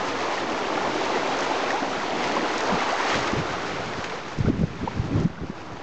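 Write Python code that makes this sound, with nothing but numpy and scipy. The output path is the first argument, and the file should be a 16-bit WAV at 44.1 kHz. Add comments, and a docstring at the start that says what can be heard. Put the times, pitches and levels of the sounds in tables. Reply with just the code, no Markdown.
"""A small wave washes up a sheltered beach: decaying sine bubbles gurgle and splash, shaped noise and clicks fizz.
A few big bubbles plop close by as swelling sines of rising pitch; then the wave breaks amid ticks of spray.
As the water calms, gusts of low-pitched noise and single swinging eddies buffet the one microphone,
and the hardest blows make the camera turn its gain down for a moment.
Near the end a faint hollow tone, a wavering sine, sinks under the draining water."""
import sys
import numpy as np
from scipy.fft import rfft, irfft, next_fast_len
from scipy.io import wavfile
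from scipy.ndimage import uniform_filter1d, minimum_filter1d, map_coordinates

SR = 44100
rng = np.random.default_rng(int(sys.argv[2]) if len(sys.argv) > 2 else 0)


def generate_wav(sig):
    """Save sig (samples, or channels by samples) to the path in sys.argv[1] as 16-bit PCM at SR."""
    pcm = np.round(np.clip(np.atleast_2d(sig).T, -1, 1) * 32767).astype(np.int16)
    wavfile.write(sys.argv[1], SR, pcm)


N = 256750

# strength and foaminess of the flow: (time [s], relative level [dB], foaminess [dB])
FLOW = [(0, -32, 0), (0.42, -31.5, -0.3), (0.6, -31, -2), (1.0, -30.5, -.5), (1.55, -30, -0.2),
        (1.92, -32.5, 0), (2.3, -31.5, 1), (3.15, -32, 2), (3.45, -33.5, 0.2), (4.05, -36.5, 0.5),
        (4.35, -41, 1.1), (4.65, -43.5, 1.5), (5.2, -42, 0.1), (5.82, -40, -3)]
# middle pitch of the bubbles in the wave front: (time [s], frequency [Hz])
FRONT_PITCH = [(0, 911), (1.5, 856), (2.3, 750), (2.9, 1025), (4.6, 1120), (5.82, 1002)]
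# ripples that lap and trap air: (time [s], lift of the gurgle [dB])
LAPS_TRAPPING_AIR = [(.97, 2.5), (1.17, 2.5), (2.42, 2), (2.72, 4), (3.17, 3), (3.32, 3)]
# spectrum of the gurgling noise: (frequency [Hz], relative density [dB per Hz])
GURGLE_SPECTRUM = [(40, -38), (80, -35), (120, -14.5), (190, -16), (270, -5.5), (400, -3), (560, -4.5),
                   (800, -7.5), (1600, -56.5)]
# spectrum of the hissing foam, also the filter of its spray: (frequency [Hz], relative level [dB])
FOAM_SPECTRUM = [(300, -10), (800, 6), (1500, 3), (2100, 2), (3000, -2.5), (4500, -6), (6500, -11.5),
                 (9000, -13.5)]
# filter that colours the clicks of bursting films: (frequency [Hz], relative level [dB])
BURST_SPECTRUM = [(800, -7), (2500, -12), (5000, 8.5), (8000, 6)]
# wind between gusts: (time [s], relative level [dB])
BREEZE_LEVEL = [(0, -46.5), (1.1, -49.5), (2.0, -52), (3.0, -53), (3.6, -39), (4.22, -46.5), (4.55, -27.5),
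                (4.75, -36), (5.3, -34.5), (5.82, -46)]
# gusts: (time of peak [s], relative level [dB], half-length [s])
GUST_SWELLS = [(2.738, -25, .022), (3.187, -33, 0.054), (3.388, -28, 0.032), (3.99, -30, 0.016),
               (4.404, -26, 0.019), (4.49, -21, .025), (4.612, -21.5, 0.031), (4.84, -25.5, 0.016),
               (4.982, -30, 0.022), (5.164, -22.5, 0.11), (5.433, -24.5, .025), (5.722, -35.5, 0.036)]
# spectrum of turbulence on the microphone: (frequency [Hz], relative density [dB per Hz])
BUFFET_SPECTRUM = [(12, -18.5), (30, -11.5), (55, -5), (95, -1), (180, 1.5), (300, -7.5), (450, -14),
                   (900, -35.5), (2500, -67.5)]
# the strongest eddies: (time of peak [s], relative level [dB], centre frequency [Hz])
STRONG_EDDIES = [(3.337, -11, 226), (3.99, -19.5, 150), (4.391, -15, 138), (4.408, -10, 119),
                 (4.449, -12, 140), (4.486, -9.5, 375), (4.502, -3.5, 257.5), (4.635, -13.5, 417),
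                 (4.641, -6, 153.6), (5.001, -10.5, 125), (5.158, -12.5, 120), (5.257, -1, 162),
                 (5.501, -12.5, 186)]
# near bubbles: (time of onset [s], relative level [dB], frequency [Hz], time scale of the ring [s])
NEAR_BUBBLES = [(.772, -9, 775, 0.014), (1.510, -7, 850, 0.012), (1.704, -11, 1830, 0.01),
                (1.730, -12, 797, 0.045), (1.819, -14, 263, 0.019), (2.122, -14, 660, 0.019),
                (2.365, -7, 1040, 0.012), (2.926, -9.5, 720, 0.014), (2.998, -11, 944, 0.012),
                (4.128, -20, 468, 0.03), (4.458, -22, 1404, 0.018), (4.875, -7, 890, .009),
                (4.876, -15.5, 495, 0.01), (5.378, -20, 1460, 0.01)]
# drops slapping the surface: (time [s], relative level [dB])
DROPS = [(2.24, -20), (2.606, -21), (3.272, -20.5), (3.935, -25.5), (4.042, -18.5), (4.097, -25),
         (4.281, -28.5)]
# the camera's treble response: (frequency [Hz], level [dB])
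TREBLE_RESPONSE = [(6500, 1.5), (7300, -4), (8200, -14), (8700, -27), (9100, -39.5)]

GURGLE_DB, SPLASH_DB, FIZZ_DB = -1.17, -2, -0.17  # each layer over the flow
FOAM_DAMPING = 0.7  # dB of splash lost for each dB of foaminess
LAP_S = 0.072  # half-length of a lap
POCKET_RATIO = 0.3907  # pitch of the big air pockets over that of the front
# as the wave breaks, its front splashes down, then the foam bursts
BREAK_S, SPLASH_AFTER_S, FIZZ_AFTER_S = 2.706, 0.13, 0.43
BREAK_SPLASH_DB, BREAK_SPLASH_S = 7.2, 0.22  # lift and half-length of the splash
BREAK_FIZZ_DB, BREAK_FIZZ_S = 3.8, 0.11  # lift and half-length of the fizz
FLUTTER_DB, FLUTTER_HZ = -14.5, 332  # level over the gusts, centre of the resonance
EDDY_CYCLES = 1.08  # half-length of an eddy
SPATTER_HZ, SPATTER_DECAY_S = 1850, 0.006  # centre and decay of each tick
HOLLOW_S, HOLLOW_LENGTH_S, HOLLOW_DB = 5.68, 0.11, -41.5  # middle, half-length, mean level
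HOLLOW_HZ, HOLLOW_SAG_HZ_PER_S = 309, 150  # pitch at the middle, and how fast it sinks
CEILING_DB, SENSE_S, RECOVERY_DB_PER_S = -15, 0.004, 6.5  # gain control
TOP_HZ = 9100  # band limit


def amp(db):
    """A level in decibels is the logarithm of an amplitude ratio; this inverts it."""
    return 10 ** (np.asarray(db) / 20)


def unit(x):
    """Equal rms means equal mean power: x is scaled to rms 1."""
    return x / np.sqrt(np.mean(x ** 2) + 1e-20)


def curves(rows):
    """Linear interpolation gives one value per sample for each column after the time."""
    s, *columns = np.transpose(rows)
    return [np.interp(np.arange(N) / SR, s, column) for column in columns]


def wobble(rate):
    """Random knots, rate of them a second, joined by a spline give a smooth fluctuation."""
    knots = rng.standard_normal(int(N * rate / SR) + 4)
    return map_coordinates(knots, [np.arange(N) * rate / SR])


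def swell(s, length):
    """A Gaussian envelope rises to 1 at time s and falls to 1/e a half-length away."""
    return np.exp(-((np.arange(N) / SR - s) / length) ** 2)


def filtered(x, response):
    """Linear filtering multiplies the spectrum of x by a response of frequency."""
    size = next_fast_len(N + SR // 2)
    return irfft(rfft(x, size) * response(np.fft.rfftfreq(size, 1 / SR)), size)[:N]


def coloured(x, spectrum):
    """A response interpolated on a log-frequency axis colours x, at rms 1."""
    f, db = np.transpose(spectrum)
    return unit(filtered(x, lambda hz: amp(np.interp(np.log(hz + 1), np.log(f), db))))


def noise(spectrum):
    """White noise takes the colour of its filter, at rms 1."""
    return coloured(rng.standard_normal(N), spectrum)


def resonant(x, centre_hz, sharpness, order):
    """A broad resonance weakens x on either side of its centre, at rms 1."""
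    ratio = (np.fft.rfftfreq(x.shape[-1], 1 / SR) + 1) / centre_hz
    response = 1 / np.hypot(1, sharpness * (ratio - 1 / ratio)) ** order
    return unit(irfft(rfft(x) * response, x.shape[-1]))


def placed(starts, grains):
    """Superposition: the rows of grains add, each beginning at its time."""
    first = np.round(np.maximum(starts, 0) * SR).astype(int)
    index = first + np.arange(grains.shape[1])
    return np.bincount(index.ravel(), grains.ravel(), N)[:N]


def wash_levels():
    """The flow drives gurgle, splash and fizz; foam muffles the splash; laps and the break lift them in turn."""
    flow_db, foam_db = curves(FLOW)
    laps_db = sum(db * swell(s, LAP_S) for s, db in LAPS_TRAPPING_AIR)
    fall_db = BREAK_SPLASH_DB * swell(BREAK_S + SPLASH_AFTER_S, BREAK_SPLASH_S)
    burst_db = BREAK_FIZZ_DB * swell(BREAK_S + FIZZ_AFTER_S, BREAK_FIZZ_S)
    gurgle_db = flow_db + GURGLE_DB + laps_db
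    splash_db = flow_db + SPLASH_DB - FOAM_DAMPING * foam_db + fall_db
    fizz_db = flow_db + FIZZ_DB + foam_db + burst_db
    return gurgle_db, splash_db, fizz_db


def bubbles(centre_hz, spread, cycles, scatter_db, rise, count, size):
    """Damped oscillators: each bubble rings a few cycles and climbs in pitch as it nears the surface; rms 1."""
    start = rng.uniform(0, N / SR, (count, 1))
    pitch, damping, strength = np.clip(rng.standard_normal((3, count, 1)), -2.3, 2.3)
    centre = np.broadcast_to(centre_hz, N)[(start * SR).astype(int)]
    hz = centre * np.exp(spread * pitch)
    turns = hz * np.arange(size) / SR
    age = turns / (cycles * np.exp(damping / 2))
    envelope = np.exp(-age) * (1 - np.exp(-2 * turns))
    ring = envelope * np.sin(2 * np.pi * turns * (1 + rise * age / (1 + age)))
    fade = 1 - np.linspace(0, 1, size) ** 2  # reaches zero at the end of the grain
    return unit(placed(start, amp(scatter_db * strength) * ring * fade))


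def crackle(scatter_db, count):
    """Impulses have a flat spectrum: bare clicks of random sign and very uneven strength, at rms 1."""
    strength = np.minimum(rng.standard_normal((count, 1)), 2.5)
    sign = rng.choice([-1, 1], (count, 1))
    return unit(placed(rng.uniform(0, N / SR, (count, 1)), amp(scatter_db * strength) * sign))


def wash():
    """Bubble size sets pitch: big pockets gurgle, middling bubbles splash in the front, tiny ones burst in foam."""
    gurgle_db, splash_db, fizz_db = wash_levels()
    front_hz, = curves(FRONT_PITCH)
    pockets = bubbles(POCKET_RATIO * front_hz, spread=0.2433, cycles=4.3, scatter_db=2.5,
                      rise=0.077, count=1800, size=1800)
    gurgle = unit(pockets + amp(3) * noise(GURGLE_SPECTRUM))
    splash = bubbles(front_hz, spread=0.2686, cycles=3.3, scatter_db=2,
                     rise=0.087, count=6000, size=700)
    spray = bubbles(2647, spread=0.444, cycles=2.8, scatter_db=6.5,
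                    rise=0.057, count=7000, size=300)
    # bursting films click above the hiss of the foam
    clicks = coloured(crackle(scatter_db=7.0, count=2600), BURST_SPECTRUM)
    bursts = clicks * amp(3.5 * wobble(14))
    hiss = noise(FOAM_SPECTRUM)
    foam = unit(hiss + amp(-6.5) * coloured(spray, FOAM_SPECTRUM) + amp(-13.5) * bursts)
    return (amp(gurgle_db + 0.6 * wobble(8.3)) * gurgle
            + amp(splash_db + 0.9 * wobble(14)) * splash
            + amp(fizz_db + 0.76 * wobble(30)) * foam)


def eddies():
    """Pressure swings in a Gaussian burst: each strong eddy shoves the diaphragm back and forth."""
    s, db, hz = np.transpose(STRONG_EDDIES)[:, :, None]
    t = np.arange(-SR // 20, SR // 20) / SR
    # random phase makes each eddy swing unevenly about its own pitch
    churn = np.array([wobble(2 * pitch)[:len(t)] for pitch in hz[:, 0]])
    swing = np.sin(2 * np.pi * (hz * t + rng.random(s.shape)) + churn)
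    envelope = np.exp(-(t * hz / EDDY_CYCLES) ** 2)
    return placed(s + t[0], amp(db - 6) * envelope * swing)


def wind():
    """Turbulent pressure rumbles on the microphone; only the gusts carry a rough flutter, and eddies add blows."""
    breeze_db, = curves(BREEZE_LEVEL)
    gusts = sum(amp(db) * swell(s, length) for s, db, length in GUST_SWELLS)
    strength = np.hypot(amp(breeze_db + 1.7 * wobble(8.3)), gusts)  # powers add
    rumble = strength * unit(noise(BUFFET_SPECTRUM) * amp(1.6 * wobble(45)))
    rough = resonant(rng.standard_normal(N), FLUTTER_HZ, sharpness=1.5, order=2)
    flutter = amp(FLUTTER_DB) * gusts * unit(rough * amp(3 * wobble(60)))
    return amp(-1) * rumble + flutter + eddies()


def plops():
    """Volume oscillation: single near bubbles swell as they pinch off, then ring out with rising pitch."""
    s, db, hz, life = np.transpose(NEAR_BUBBLES)[:, :, None]
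    age = np.arange(SR // 8) / SR / life
    envelope = np.sqrt(age) * np.exp(-2 * age ** 2)
    # the pitch passes its listed value at age 0.4
    rising_hz = hz * (1 + 0.23 * np.minimum(age - 0.4, 1))
    phase = 2 * np.pi * np.cumsum(rising_hz, axis=1) / SR
    return placed(s, amp(db - 5.0) * envelope * np.sin(phase))


def spatter():
    """Impact noise: each drop lands with a short wet tick, resonant noise that decays exponentially."""
    s, db = np.transpose(DROPS)[:, :, None]
    t = np.arange(SR // 40) / SR
    tick = resonant(rng.standard_normal((len(s), len(t))), SPATTER_HZ, sharpness=2.6, order=1)
    return placed(s, amp(db - 6.5) * tick * np.exp(-t / SPATTER_DECAY_S))


def hollow():
    """Frequency modulation: a faint sine wavers and sinks in pitch."""
    hz = HOLLOW_HZ - HOLLOW_SAG_HZ_PER_S * (np.arange(N) / SR - HOLLOW_S)
    level = amp(HOLLOW_DB + 1.5 * wobble(30)) * swell(HOLLOW_S, HOLLOW_LENGTH_S)
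    return level * np.sin(2 * np.pi * np.cumsum(hz) / SR + 0.4 * wobble(45))


def scene():
    """Superposition in the open: water and wind add, with nothing to echo from."""
    return (wash() + wind() + plops() + spatter() + hollow())[None]


def gain_control(x):
    """Compression: a short-term level over the ceiling lowers the gain at once; it recovers at a steady rate."""
    size = int(SENSE_S * SR)
    level_db = 10 * np.log10(np.abs(uniform_filter1d(x ** 2, size)) + 1e-12)
    needed_db = minimum_filter1d(np.minimum(0, CEILING_DB - level_db), size)
    # a running minimum under a rising ramp holds each cut and lets it creep back
    recovered_db = RECOVERY_DB_PER_S * np.arange(N) / SR
    gain_db = np.minimum.accumulate(needed_db - recovered_db) + recovered_db
    return x * amp(uniform_filter1d(gain_db, size))


def record(dry):
    """Band limiting: the camera rides its gain, adds a small steady offset and rolls off the treble."""
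    def response(hz):
        return amp(np.interp(hz, *np.transpose(TREBLE_RESPONSE))) * (hz < TOP_HZ)

    return filtered(gain_control(dry[0]) + 0.0055, response)[None]


dry = scene()
out = record(dry)
generate_wav(out)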